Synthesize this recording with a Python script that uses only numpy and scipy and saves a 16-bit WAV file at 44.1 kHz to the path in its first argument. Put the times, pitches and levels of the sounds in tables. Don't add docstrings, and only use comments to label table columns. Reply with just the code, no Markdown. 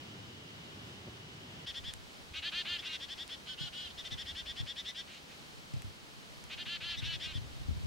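import sys
import numpy as np
from scipy import signal
from scipy.fft import rfft, irfft, next_fast_len
from scipy.io import wavfile
from scipy.ndimage import uniform_filter1d

SR = 44100
rng = np.random.default_rng(int(sys.argv[2]) if len(sys.argv) > 2 else 0)


def voltage_ratio(decibels):
    exponent = np.asarray(decibels, float) / 20
    return 10 ** exponent


def waveform_to_disk(signal):
    frames = np.transpose(np.atleast_2d(signal))
    scaled = np.clip(frames, -1, 1) * 32767
    samples = np.round(scaled).astype(np.int16)
    wavfile.write(sys.argv[1], SR, samples)


N = 346626

# frequency in Hz, density in dB per Hz.
AIR_MID_SPECTRA = [
    [(15, -71), (25, -43), (43, -20), (78, -7), (107, -0.5), (402, -10), (512, -15.5), (1590, -21),
     (2720, -21), (2950, -15), (3200, -19.5), (5060, -23), (11100, -40), (15700, -43)],
    [(15, -26), (25, -13), (59, -22), (137, -1.5), (179, -1), (315, -4.5), (485, -7), (1120, -11),
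     (1770, -13.5), (2820, -12), (3050, -9), (3300, -11.5), (4190, -10.7), (15700, -32.5)],
]
# frequency in Hz, density in dB per Hz.
AIR_SIDE_SPECTRA = [
    [(15, -64), (25, -38), (86, -21), (119, 1), (156, -14), (194, -7), (299, -10), (746, -8.5), (1150, -10),
     (2580, -9.5), (2950, -4.5), (4190, -16), (5200, -18.5), (15700, -40.5)],
    [(15, -63), (25, -33), (80, -9), (129, -8.5), (210, -7.5), (283, -10.5), (512, -9.5), (570, -10),
     (1120, -10.5), (1820, -11.5), (2650, -11), (2870, -12), (3120, -11), (15700, -38)],
]
# mid in dB, side in dB.
AIR_LEVELS = [(-51.5, -53.5), (-55.5, -55.5)]
SCENE_CHANGE_S = 1.662
# time in seconds, mid in dB, side in dB.
WIND_GUSTS = [(1.66, -71, -64), (1.85, -56.5, -52), (2.1, -66, -66), (2.45, -65.5, -63), (2.8, -67.5, -63),
              (3.2, -67, -72), (3.7, -67, -72), (4.2, -59, -59), (4.7, -65.5, -66), (5.2, -70, -76),
              (5.55, -66.5, -58), (6.1, -70, -61), (6.6, -69, -56.5), (7.05, -55.5, -46), (7.25, -65, -52),
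              (7.5, -53.5, -49), (7.86, -52, -42)]
# frequency in Hz, density in dB.
WIND_MID_SPECTRUM = [(20, -7), (42, -8), (58, 4), (90, 2), (300, -64)]
WIND_SIDE_SPECTRUM = [(30, -44), (70, -4), (130, 0), (300, -22), (500, -57)]
WHINE_HZ, WHINE_DB = 15734, -87
# start in seconds, side peak in dB, mid peak in dB, ring in Hz.
BODY_KNOCKS = [(1.96, -43, -55, 100), (3.607, -34, -44, 135), (4.119, -35, -44, 118),
               (4.6, -29, -44.5, 120), (5.736, -27.5, -39.5, 127), (5.843, -34, -40.5, 93),
               (7.025, -41, -39, 113), (7.138, -42, -48.5, 120), (7.353, -27, -36.5, 110),
               (7.414, -39, -41.5, 117), (7.601, -43, -54, 120), (7.684, -22, -32, 104),
               (7.852, -27, -44, 120)]
# start in seconds, peak in dB.
FINGER_TAPS = [
    (.9105, -43),
    (1.069, -34),
    (1.077, -30),
    (1.0825, -36),
    (1.0856, -30.5),
    (5.737, -40),
]
# start in seconds, peak in dB, ring in Hz, length in seconds.
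SNAPS = [
    (1.9375, -28, 9100, 0.0014),
    (3.278, -34, 9000, .001),
    (5.738, -36, 5000, 0.0013),
    (5.821, -29, 7500, .0007),
    (6.44, -35.5, 8900, .001),
]

# start in seconds, length in seconds, effort in dB,
# upper voice at the crest in Hz, gap down to the lower voice in Hz.
DISTANT_NOTES = [
    (5.065, .135, -53.5, 1592, 310),
    (5.27, .09, -58, 1470, 390),
]
FAR_NOTES = [
    (3.456, .1, -44, 1792, 260),
    (3.568, .131, -42, 1807, 319),
    (3.718, .178, -43.5, 1810, 325),
    (3.888, .038, -48, 1830, 288),
]
CHATTER_NOTES = [(1.734, .073, -40.5, 1920, 285), (1.831, .093, -42, 1890, 220),
                 (2.992, .074, -42, 1950, 280), (3.078, .076, -41.5, 1900, 293),
                 (3.168, .081, -41.5, 1930, 262), (3.282, .084, -42.5, 1917, 350),
                 (4.251, .08, -41, 1946, 304), (4.343, .085, -40.5, 1956, 340),
                 (4.45, .084, -41, 1916, 277), (4.554, .077, -41, 1916, 270),
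                 (4.658, .078, -40.5, 1940, 270), (4.754, .072, -40, 2010, 266),
                 (4.842, .082, -39.5, 2000, 220), (4.942, .088, -41, 1957, 333),
                 (7.193, .089, -39.5, 1963, 320)]
CHIP_NOTES = [(1.656, .068, -41, 1937, 300), (2.774, .045, -41.5, 1870, 235), (2.841, .055, -42, 2020, 330),
              (2.916, .062, -41.5, 2035, 321), (3.968, .058, -44, 1960, 240), (4.036, .056, -43, 2040, 450),
              (4.101, .056, -41.5, 2020, 270), (4.17, .07, -42, 1916, 260), (6.815, .05, -49, 1950, 280),
              (6.886, .053, -44, 1920, 280), (6.959, .06, -43, 2055, 250), (7.029, .057, -43, 1950, 150),
              (7.116, .06, -42, 1950, 239), (7.326, .068, -45.5, 1880, 260)]
DRAWL_NOTES = [
    (2.416, .091, -36.5, 1768, 352),
    (2.513, .119, -36, 1790, 362),
    (2.644, .138, -36.5, 1772, 354),
    (2.816, .16, -42.5, 1573, 314),
    (6.65, .131, -38.5, 1742, 354),
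    (6.798, .171, -39.5, 1726, 346),
    (7.011, .155, -40, 1655, 328),
    (7.205, .135, -45, 1570, 310),
]
OPENER_NOTES = [
    (2.331, .079, -39.5, 1616, 332),
    (6.493, .067, -42, 1595, 314),
    (6.568, .074, -41, 1770, 344),
]
FAR_MIX = [(-40, -27, -36, -17.5, -19.5, -24), (-35, -29, -6, -4.5, -11.5, -15),
           (-10.5, -21, -17, -14, -28, -23), (-28, -33, -30, -24, -32, -29), (-39, -38, -30, -41, -35, -41),
           (-37, -33, -40, -42, -45, -49)]
CHATTER_MIX = [(-29, -70, -39, -13.5, -8.5, -16, -38), (-33.5, -27.5, -4, -3.5, -28.5, -27, -24),
               (-10.5, -13, -18, -7, -34, -19, -30), (-25, -35, -23.5, -21, -43, -34, -34),
               (-28, -32, -40, -26, -56, -48, -65), (-34, -28, -40, -44, -60, -54, -52)]
DRAWL_MIX = [(-74, -70, -16, -8.5, -15), (-12, -5.5, -1.5, -6.5, -9.5), (-9.5, -12, -20, -23, -39),
             (-26, -26, -45, -28, -36), (-41, -35, -41, -44, -50), (-63, -57, -56, -59, -64)]

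# attack in seconds, level after the attack in dB, place of the peak from 0 to 1,
# level before the release in dB, release in seconds.
DISTANT_SWELL = (.019, -1.5, .6, -1.5, .019)
FAR_SWELL = (.017, -5.5, .38, -4, .017)
CHATTER_SWELL = (.013, -7, .58, -3, .019)
CHIP_SWELL = (.017, -1.5, .5, -.7, .018)
DRAWL_SWELL = (.012, -6, .62, -2.5, .015)
# time to the crest in seconds, scoop up from 0 to 1, drop after from 0 to 1,
# brightness in dB a multiple, more for each 100 Hz lower in dB, time until the voices lock in seconds.
DISTANT_ARCH = (.07, .12, .095, 4., 1.5, .022)
FAR_ARCH = (.045, .18, .1, -.1, .1, .022)
CHATTER_ARCH = (.054, .2, .17, .1, .1, .019)
CHIP_ARCH = (.029, .28, .2, .1, .1, .014)
DRAWL_ARCH = (.075, .18, .08, .3, 1.3, .027)
OPENER_ARCH = (.045, .2, .06, .3, 1.8, .036)
SHUT_DB, CUT_DB = -30, -26
BREAK_S = .013
LATEST_CREST, PLAIN_HZ = .85, 1780
EDGE_HZ = 15830


def evened(x):
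    return x / np.sqrt(np.mean(x ** 2) + 1e-20)


def add(mix, s, sound):
    part = mix[..., round(s * SR):][..., :sound.shape[-1]]
    part += sound[..., :part.shape[-1]]


def coloured(points):
    hz, db = np.transpose(points)
    size = next_fast_len(N, True)
    f = np.fft.rfftfreq(size, 1 / SR)
    weight = voltage_ratio(np.interp(np.log(f + 1), np.log(hz), db))
    return evened(irfft(rfft(rng.standard_normal(size)) * weight, size)[:N])


def wander(length, span_s):
    bell = signal.windows.hann(int(1.5 * span_s * SR) + 3)
    return evened(signal.oaconvolve(rng.standard_normal(length), bell, "same"))


def air():
    shots = []
    for mid, side, (mid_db, side_db) in zip(AIR_MID_SPECTRA, AIR_SIDE_SPECTRA, AIR_LEVELS):
        shots.append(np.array([voltage_ratio(mid_db) * coloured(mid), voltage_ratio(side_db) * coloured(side)]))
    since = np.arange(N) / SR - SCENE_CHANGE_S
    dip = np.clip(abs(since) / 0.0085, .3, 1)
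    return np.where(since < 0, *shots) * dip * voltage_ratio(.5 * wander(N, 0.18))


def wind():
    s, *levels = np.transpose(WIND_GUSTS)
    t = np.arange(N) / SR
    rumble = []
    for spectrum, db in zip([WIND_MID_SPECTRUM, WIND_SIDE_SPECTRUM], levels):
        gust_db = np.interp(t, s, db, left=-99) + 4.4 * wander(N, 0.027)
        rumble.append(coloured(spectrum) * voltage_ratio(gust_db))
    return np.array(rumble)


def whine():
    return voltage_ratio(WHINE_DB) * np.sqrt(2) * np.sin(2 * np.pi * WHINE_HZ * np.arange(N) / SR)


def knocks():
    out, t = np.zeros((2, N)), np.arange(5000) / SR
    ring = (1 - np.exp(-t / 0.0029)) * np.exp(-t / .011) * 1.86
    for s, side_db, mid_db, hz in BODY_KNOCKS:
        for delay, bounce_db in [(0, -0.5), (.025, -3.5), (.052, -15)]:
            late, detune, turn = rng.random(3)
            side = np.sin(2 * np.pi * hz * (1.05 - 0.21 * detune) * t)
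            mid = np.sin(2 * np.pi * hz * (0.592 + 0.54 * turn) * t + 2.03)
            side += 0.32 * np.sin(2 * np.pi * 1.95 * hz * t) * np.exp(-t / .01)
            mid += 0.31 * np.sin(2 * np.pi * 2.19 * hz * t) * np.exp(-t / 0.0082)
            blow = np.array([voltage_ratio(mid_db) * mid, voltage_ratio(side_db) * side])
            add(out, s + delay * (.9 + 0.266 * late), voltage_ratio(bounce_db) * ring * blow)
    mid = signal.lfilter(*signal.butter(2, 35, "high", fs=SR), out[0])
    side = signal.lfilter(*signal.butter(3, 60, "high", fs=SR), out[1])
    return np.array([mid, side])


def taps():
    out, t = np.zeros(N), np.arange(600) / SR
    push = (1 - t / 0.005) * np.exp(-t / 0.0027) * np.minimum(t / 0.00071, 1)
    for s, db in FINGER_TAPS:
        add(out, s, voltage_ratio(db) * push)
    return signal.lfilter(*signal.butter(2, 70, "high", fs=SR), out)


def clicks():
    out = np.zeros(N)
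    for s, db, hz, length in SNAPS:
        t = np.arange(0, length, 1 / SR)
        grit = uniform_filter1d(rng.standard_normal(len(t)), size=3)
        burst = np.sin(2 * np.pi * hz * t) + 0.69 * np.sin(2 * np.pi * 0.36 * hz * t) + 2.1 * grit
        add(out, s, voltage_ratio(db) * 0.31 * burst * np.sin(np.pi * (t / length) ** .6))
    return signal.lfilter(*signal.butter(2, 2000, "high", fs=SR), out)


def wood(x, t60):
    size = SR // 10
    echoes = rng.choice([-1., 1.], (2, size)) * (rng.random((2, size)) < .05)
    echoes *= voltage_ratio(-60 * np.arange(size) / SR / t60)
    echoes[:, :150] = 0
    echoes /= np.linalg.norm(echoes, axis=1)[:, None]
    return signal.oaconvolve(x[None], echoes, axes=1)[:, :N]


def syrinx(t, upper_hz, gap_hz, tones, below, throat, bright_db, flutter_db):
    knots = np.arange(t[0], t[-1] + .012, .012)
    slow = slice(None, None, 32)
    upper, gap = [np.exp(2j * np.pi * np.cumsum(hz) / SR) for hz in (upper_hz, gap_hz)]
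    gap_powers = [gap ** (step - below) for step in range(len(tones[0]))]
    voice = np.zeros(len(t), complex)
    for multiple, levels in enumerate(tones, 1):
        partial = upper ** multiple
        for step, tone_db in enumerate(levels):
            hz = multiple * upper_hz[slow] + (step - below) * gap_hz[slow]
            lift_db = bright_db * (multiple - 2)
            for centre, width, lift in throat:
                lift_db = lift_db + lift / (1 + ((hz - centre) / width) ** 2)
            shimmer_db = flutter_db * np.interp(t[slow], knots, rng.standard_normal(len(knots)))
            level = np.interp(t, t[slow], voltage_ratio(tone_db + lift_db + shimmer_db))
            voice += level * partial * gap_powers[step] * np.exp(2j * np.pi * rng.random())
    return voice / np.sqrt(uniform_filter1d(abs(voice) ** 2, 600) / 2)


def note(row, swell, arch, tones, below, throat, waver_hz, flutter_db, rasp_db):
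    start, length, peak_db, upper_hz, gap_hz = row
    attack_s, early_db, peak, late_db, release_s = swell
    crest_s, scoop, drop, bright_db, lower_db, lock_s = arch
    s = start + np.sort([0, attack_s, peak * length, length - release_s, length])
    t = np.arange(s[0], s[-1], 1 / SR)

    db = peak_db + np.array([SHUT_DB, early_db, 0, late_db, late_db])
    effort_db = 20 * np.log10(np.interp(t, s, voltage_ratio(.75 * db))) / .75
    effort_db += CUT_DB * np.clip((t - s[-2]) / release_s, 0, 1) ** 1.4

    voiced_s = length - release_s / 2
    crest = min(crest_s / voiced_s, LATEST_CREST)
    u = (t - start) / voiced_s
    rise = scoop * (1 - u / crest) ** 2
    fall = drop * (abs(u - crest) / (1 - crest)) ** 4.5
    bend = 1 - np.where(u < crest, rise, fall)
    bright_db += lower_db * (PLAIN_HZ - upper_hz) / 100
    upper_hz = upper_hz * bend + waver_hz * wander(len(t), 0.0035)
    gap_hz = gap_hz * bend + .3 * waver_hz * wander(len(t), 0.0027)
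    voice = syrinx(t, upper_hz, gap_hz, tones, below, throat, bright_db, flutter_db)

    edge = np.minimum((t - t[0]) / lock_s, (t[-1] - t) / BREAK_S)
    weak_db = 13 * np.exp(-edge ** 2)
    rasp = voltage_ratio(rasp_db + weak_db) * wander(len(t), .0009)
    sound = (voice * np.exp(1j * rasp)).real
    sound += voltage_ratio(-36) * np.diff(rng.standard_normal(len(t) + 1))
    return s[0], voltage_ratio(effort_db) * sound * signal.windows.tukey(len(t), .1)


def bird(calls, pan_db, wet_db, **voice):
    direct = np.zeros(N)
    for notes, swell, arch in calls:
        for row in notes:
            add(direct, *note(row, swell, arch, **voice))
    pan = voltage_ratio(np.array([[pan_db], [-pan_db]]) / 2)
    return direct * pan + voltage_ratio(wet_db) * wood(direct, t60=0.051)


def birds():
    steady = dict(waver_hz=8, flutter_db=2.2, rasp_db=-10)
    shaky = dict(waver_hz=15, flutter_db=1.3, rasp_db=-8.5)
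    blurred = dict(waver_hz=35, flutter_db=3., rasp_db=2)
    distant = bird([(DISTANT_NOTES, DISTANT_SWELL, DISTANT_ARCH)], .1, -5,
                   tones=DRAWL_MIX, below=3, throat=[(2700, 600, 3.)], **blurred)
    far = bird([(FAR_NOTES, FAR_SWELL, FAR_ARCH)], .2, -2,
               tones=FAR_MIX, below=4, throat=[(3100, 400, 2.5)], **steady)
    chatter = [(CHATTER_NOTES, CHATTER_SWELL, CHATTER_ARCH), (CHIP_NOTES, CHIP_SWELL, CHIP_ARCH)]
    chatterer = bird(chatter, 2.6, -8, tones=CHATTER_MIX, below=4, throat=[(3450, 350, 9.)], **shaky)
    drawl = [(DRAWL_NOTES, DRAWL_SWELL, DRAWL_ARCH), (OPENER_NOTES, DRAWL_SWELL, OPENER_ARCH)]
    drawler = bird(drawl, 0.94, -7.5, tones=DRAWL_MIX, below=3,
                   throat=[(3150, 550, 2.5), (4400, 350, 1.8)], **steady)
    return distant + far + chatterer + drawler


def scene():
    mid, side = air() + wind() + knocks()
    snaps = clicks()
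    mid = mid + whine() + taps() + snaps
    side = side + .3 * np.roll(snaps, 3)
    return np.array([mid + side, mid - side]) + birds()


def top_cut(x):
    return signal.sosfilt(signal.butter(12, 16370, fs=SR, output="sos"), x)


def record(dry):
    limit = signal.firwin(1023, EDGE_HZ, window=("kaiser", 9), fs=SR)
    mix = signal.oaconvolve(dry, limit[None], "same")
    return top_cut(mix)


dry = scene()
out = record(dry)
waveform_to_disk(out)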